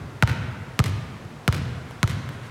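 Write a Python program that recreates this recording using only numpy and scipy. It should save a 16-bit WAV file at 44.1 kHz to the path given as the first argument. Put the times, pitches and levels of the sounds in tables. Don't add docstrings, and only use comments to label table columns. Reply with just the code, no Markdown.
import sys
import numpy as np
from scipy import signal
from scipy.fft import rfft, irfft
from scipy.io import wavfile

SR = 44100
rng = np.random.default_rng(int(sys.argv[2]) if len(sys.argv) > 2 else 0)


def log_audio(samples):
    frames = np.atleast_2d(samples).T
    limited = np.clip(frames, -1, 1)
    pcm = np.round(limited * 32767).astype(np.int16)
    wavfile.write(sys.argv[1], SR, pcm)


N = 110250
LEAD_S = 1
LEAD = int(LEAD_S * SR)
AGE_S = np.arange(int(.6 * SR)) / SR

BOUNCE_EVENTS = [(-.36, 1, -3, 1410, -16, 910, -22, 9000, 0, 2.5, -18, 0),
                 (.2250, 0, 5, 1450, -8.5, 920, -18.5, 6030, -3, 2, -11.5, -1),
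                 (.7917, -1, -2.5, 1190, -9, 520, -44, 12800, 2.5, 1, -11, -2.5),
                 (1.4783, -0.5, -1.5, 1415, -8, 730, -19, 7550, 1.5, -5.5, -10.5, -1.5),
                 (2.0300, -2.5, -2, 1494, -11, 1076, -14, 16000, 2, -5, -14, -2.5)]
# t/s, relative thud/dB, relative tap/dB, treble/dB
TAP_EVENTS = [(0.563, -34, -35, -3), (0.682, -28.5, -39, -6), (1.251, -29.5, -45, 12),
              (1.359, -36, -36.5, -2), (1.91, -64, -30.5, 7.5), (2.2907, -27.5, -22, 6)]
# centre t/s, half-width/s, level/dB
SCUFF_EVENTS = [(1.918, 0.052, -49.5), (2.341, 0.032, -48.5), (2.457, 0.044, -46.5)]
# f/Hz, level/dB
VENT_SPECTRUM = [(20, -4), (40, -5), (90, -10.5), (200, -4.5), (400, -10), (1300, -16), (3000, -25),
                 (6000, -32.5), (11000, -40), (16000, -48.5)]
SLAP_SPECTRUM = [(150, 1.5), (500, 4), (900, 0.5), (1500, 6), (2000, 8), (2700, 3.5), (3200, 2),
                 (3950, 0.5), (4700, -2.5), (8000, -7), (11500, -9), (16000, -19)]
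RUB_SPECTRUM = [(200, -18.5), (450, 8), (900, -4), (1400, -2), (1900, -27.5), (4500, -17), (8000, -21.5),
                (16000, -66)]
TAP_SPECTRUM = [(100, 2), (400, 11), (1600, 4.5), (3500, -8), (8000, -25), (13000, -22), (16000, -29)]
SCUFF_SPECTRUM = [(300, -4), (1500, 14), (4000, 0), (11000, -11), (16000, -28)]
# f/Hz, level/dB, t60/s
HALL_BANDS = [(40, -19, 1.2), (68, -3, 1.44), (115, -1.5, 1.21), (184, -6, 1.48), (252, -1.5, 2.02),
              (387, -2, 1.5), (698.4, 0.5, 3.5), (1230, 0.5, 1.54), (1960, -5.5, 2.17), (3140, -4.5, 1.33),
              (5100, -4.5, 0.87), (9000, -12.5, 1.18), (16000, -17, 0.36)]
# f/Hz, level/dB, t60/s
BALL_MODES = [(920, 17, 0.44), (1220, -25.5, .55), (1295, 0, 0.32), (1350, -5, 0.34), (2040, -31, .45),
              (3010, 9, 0.57), (4381, -4, 0.39), (4730, -15, 0.23), (5350, 0, 0.15), (6046, -9, .3),
              (6200, -16, .3)]
# lag/s, level/dB
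WALL_ECHOES = [(.005, -11), (.020, -5), (.024, -12.5), (.040, -10), (.055, -14)]


def undb(db):
    return 10 ** (np.asarray(db) / 20)


def at_hz(table, hz, column=1):
    rows = np.array(table, float)
    return np.interp(np.log(hz + 1e-9), np.log(rows[:, 0]), rows[:, column])


def colour(x, spectrum, treble_db=0, shelf_hz=4440, size=4096):
    hz = np.fft.rfftfreq(size, 1 / SR)
    gain = undb(at_hz(spectrum, hz))
    shelf = undb(treble_db * (2 - 1 / (1 + (hz / shelf_hz) ** 4)))
    gain = gain / np.sqrt(np.mean(gain ** 2)) * shelf
    cepstrum = irfft(np.log(gain))
    fold = np.r_[1, np.full(size // 2 - 1, 2), 1, np.zeros(size // 2 - 1)]
    impulse = irfft(np.exp(rfft(cepstrum * fold)))
    return signal.fftconvolve(x, impulse)[:len(x)]


def fade(t_s, t60_s):
    return np.exp(-np.log(1000) * np.maximum(t_s, 0) / t60_s)


def ring(hz, t60_s):
    return np.cos(2 * np.pi * hz * AGE_S) * fade(AGE_S, t60_s)


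def bell(t_s, centre_s, half_width_s):
    return np.exp(-((t_s - centre_s) / half_width_s) ** 2)


def add(track, start_s, sound):
    i = int((start_s + LEAD_S) * SR)
    part = sound[:max(len(track) - i, 0)]
    track[i:i + len(part)] += part


def hall_tail(early_db=-9, onset_s=.050, rise_s=.007):
    t_s = np.arange(int(1.6 * SR)) / SR
    octave = np.log2(np.fft.rfftfreq(len(t_s), 1 / SR) + 1)
    noise = rfft(rng.standard_normal(len(t_s)))
    build = undb(early_db) + (1 - undb(early_db)) * (1 + np.tanh((t_s - onset_s) / rise_s)) / 2
    out = 0
    for centre_hz in 45 * 2 ** np.arange(0, 9, .5):
        share = np.maximum(1 - 2 * np.abs(octave - np.log2(centre_hz)), 0)
        band = irfft(noise * share) * build * fade(t_s, at_hz(HALL_BANDS, centre_hz, column=2))
        norm = np.sqrt(np.mean(share ** 2) / np.sum(band ** 2))
        out = out + band * norm * undb(at_hz(HALL_BANDS, centre_hz))
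    return out


def ventilation(level_db=-43):
    return undb(level_db) * colour(rng.standard_normal(LEAD + N), VENT_SPECTRUM)


def disperse(x, bass_lag_s=.006117, corner_hz=436.6):
    hz = np.fft.rfftfreq(2 * len(x), 1 / SR)
    phase = 2 * np.pi * bass_lag_s * corner_hz * np.arctan(hz / corner_hz)
    return irfft(rfft(x, 2 * len(x)) * np.exp(-1j * phase))[:len(x)]


def slap(treble_db, gain_db=3.48):
    click = undb(gain_db) * (AGE_S == 0)
    return -disperse(colour(click, SLAP_SPECTRUM, treble_db))


def ball_ping(gain_db=-60.5):
    return undb(gain_db) * sum(undb(db) * ring(hz, t60_s) for hz, db, t60_s in BALL_MODES)


def double_contact(x, dip_hz, second_tap_db=-9.5):
    hz = np.fft.rfftfreq(len(x), 1 / SR)
    comb = 1 + undb(second_tap_db) * np.exp(-1j * np.pi * hz / dip_hz)
    return irfft(rfft(x) * comb, len(x))


def board(upper_hz, upper_db, lower_hz, lower_db, rise_s=.00041):
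    modes = undb(upper_db) * ring(upper_hz, t60_s=.012) + undb(lower_db) * ring(lower_hz, t60_s=.024)
    return -disperse(modes * (1 - np.exp(-AGE_S / rise_s)))


def crackle(treble_db, gain_db=-20.02):
    grit = undb(gain_db) * rng.standard_normal(len(AGE_S)) * fade(AGE_S, t60_s=.021)
    return disperse(colour(grit, SLAP_SPECTRUM, treble_db))


def thump(gain_db=-7.5, start_hz=322.3, end_hz=84.5, glide_s=.0066, delay_s=.00065, rise_s=.016):
    t_s = np.maximum(AGE_S - delay_s, 0)
    hz = end_hz + (start_hz - end_hz) * np.exp(-t_s / glide_s)
    phase = 2 * np.pi * np.cumsum(hz * (t_s > 0)) / SR
    swell = np.where(t_s < rise_s, np.sqrt(t_s / rise_s), bell(t_s, rise_s, half_width_s=.0076))
    return undb(gain_db) * swell * np.cos(phase)


def lift_off(contact_s=.01, rub_db=-21, knock_db=-11, knock_hz=1284):
    noise = colour(rng.standard_normal(len(AGE_S)), RUB_SPECTRUM)
    rub = noise * bell(AGE_S, contact_s, half_width_s=.0025)
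    since_s = np.maximum(AGE_S - contact_s, 0)
    knock = np.sin(2 * np.pi * knock_hz * since_s) * fade(since_s, t60_s=.012)
    return undb(rub_db) * rub - undb(knock_db) * knock


def beam_echoes(gain_db=-12.5, onset_s=.061, rise_s=.0078, rate_per_s=780):
    since_s = np.maximum(AGE_S - onset_s, 0)
    hits = (rng.random(len(AGE_S)) < rate_per_s / SR) * rng.standard_normal(len(AGE_S))
    echoes = hits * (1 - np.exp(-since_s / rise_s)) * fade(since_s, t60_s=.09)
    return undb(gain_db) * echoes / np.sqrt(np.sum(echoes ** 2))


def bounces(smack_send_db=2, knocks_send_db=-8, scatter_db=-.5):
    out = np.zeros(LEAD + N)
    ping = ball_ping()
    for t_s, thump_db, slap_db, *modes, dip_hz, treble_db, lift_db, echo_db, hall_db in BOUNCE_EVENTS:
        smack = undb(slap_db) * (slap(treble_db) + ping)
        knocks = undb(slap_db) * (board(*modes) + crackle(treble_db)) + undb(lift_db) * lift_off()
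        low = undb(thump_db) * thump()
        add(out, t_s, double_contact(smack, dip_hz) + knocks + low)
        far = undb(smack_send_db) * smack + undb(knocks_send_db) * knocks
        ceiling_lag_s = .0510 - .0023 * t_s
        for wall_lag_s, wall_db in [(0, 0), *WALL_ECHOES]:
            scattered = far + undb(scatter_db) * crackle(treble_db)
            add(out, t_s + ceiling_lag_s + wall_lag_s, undb(echo_db + wall_db) * scattered)
        add(out, t_s, undb(hall_db) * signal.fftconvolve(far, beam_echoes()))
        add(out, t_s, signal.fftconvolve(undb(hall_db) * far + low, hall_tail()))
    return out


def taps(thud_hz=127, thud_peak_s=.0075):
    out = np.zeros(LEAD + N)
    thud = np.sin(2 * np.pi * thud_hz * AGE_S) * bell(AGE_S, thud_peak_s, thud_peak_s)
    for t_s, thud_db, tap_db, treble_db in TAP_EVENTS:
        burst = rng.standard_normal(len(AGE_S)) * fade(AGE_S, t60_s=.0071)
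        tap = colour(burst, TAP_SPECTRUM, treble_db) / 2
        add(out, t_s, undb(thud_db) * thud + undb(tap_db) * tap)
    return out


def scuffs():
    t_s = np.arange(-LEAD, N) / SR
    brush = sum(undb(db) * bell(t_s, centre_s, half_s) for centre_s, half_s, db in SCUFF_EVENTS)
    return brush * colour(rng.standard_normal(len(t_s)), SCUFF_SPECTRUM)


def scene():
    air = ventilation()
    player = taps() + scuffs()
    player_reverb = signal.fftconvolve(player, hall_tail())[:LEAD + N]
    return (air + bounces() + player + player_reverb)[None, LEAD:]


def record(dry, low_cut_hz=42, peak_limit=.95, top_hz=16300):
    thin = signal.sosfilt(signal.butter(3, low_cut_hz, "high", fs=SR, output="sos"), dry)
    rounded = thin / (1 + (thin / peak_limit) ** 4) ** .25
    return signal.sosfilt(signal.ellip(8, .2, 70, top_hz, fs=SR, output="sos"), rounded)


dry = scene()
out = record(dry)
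log_audio(out)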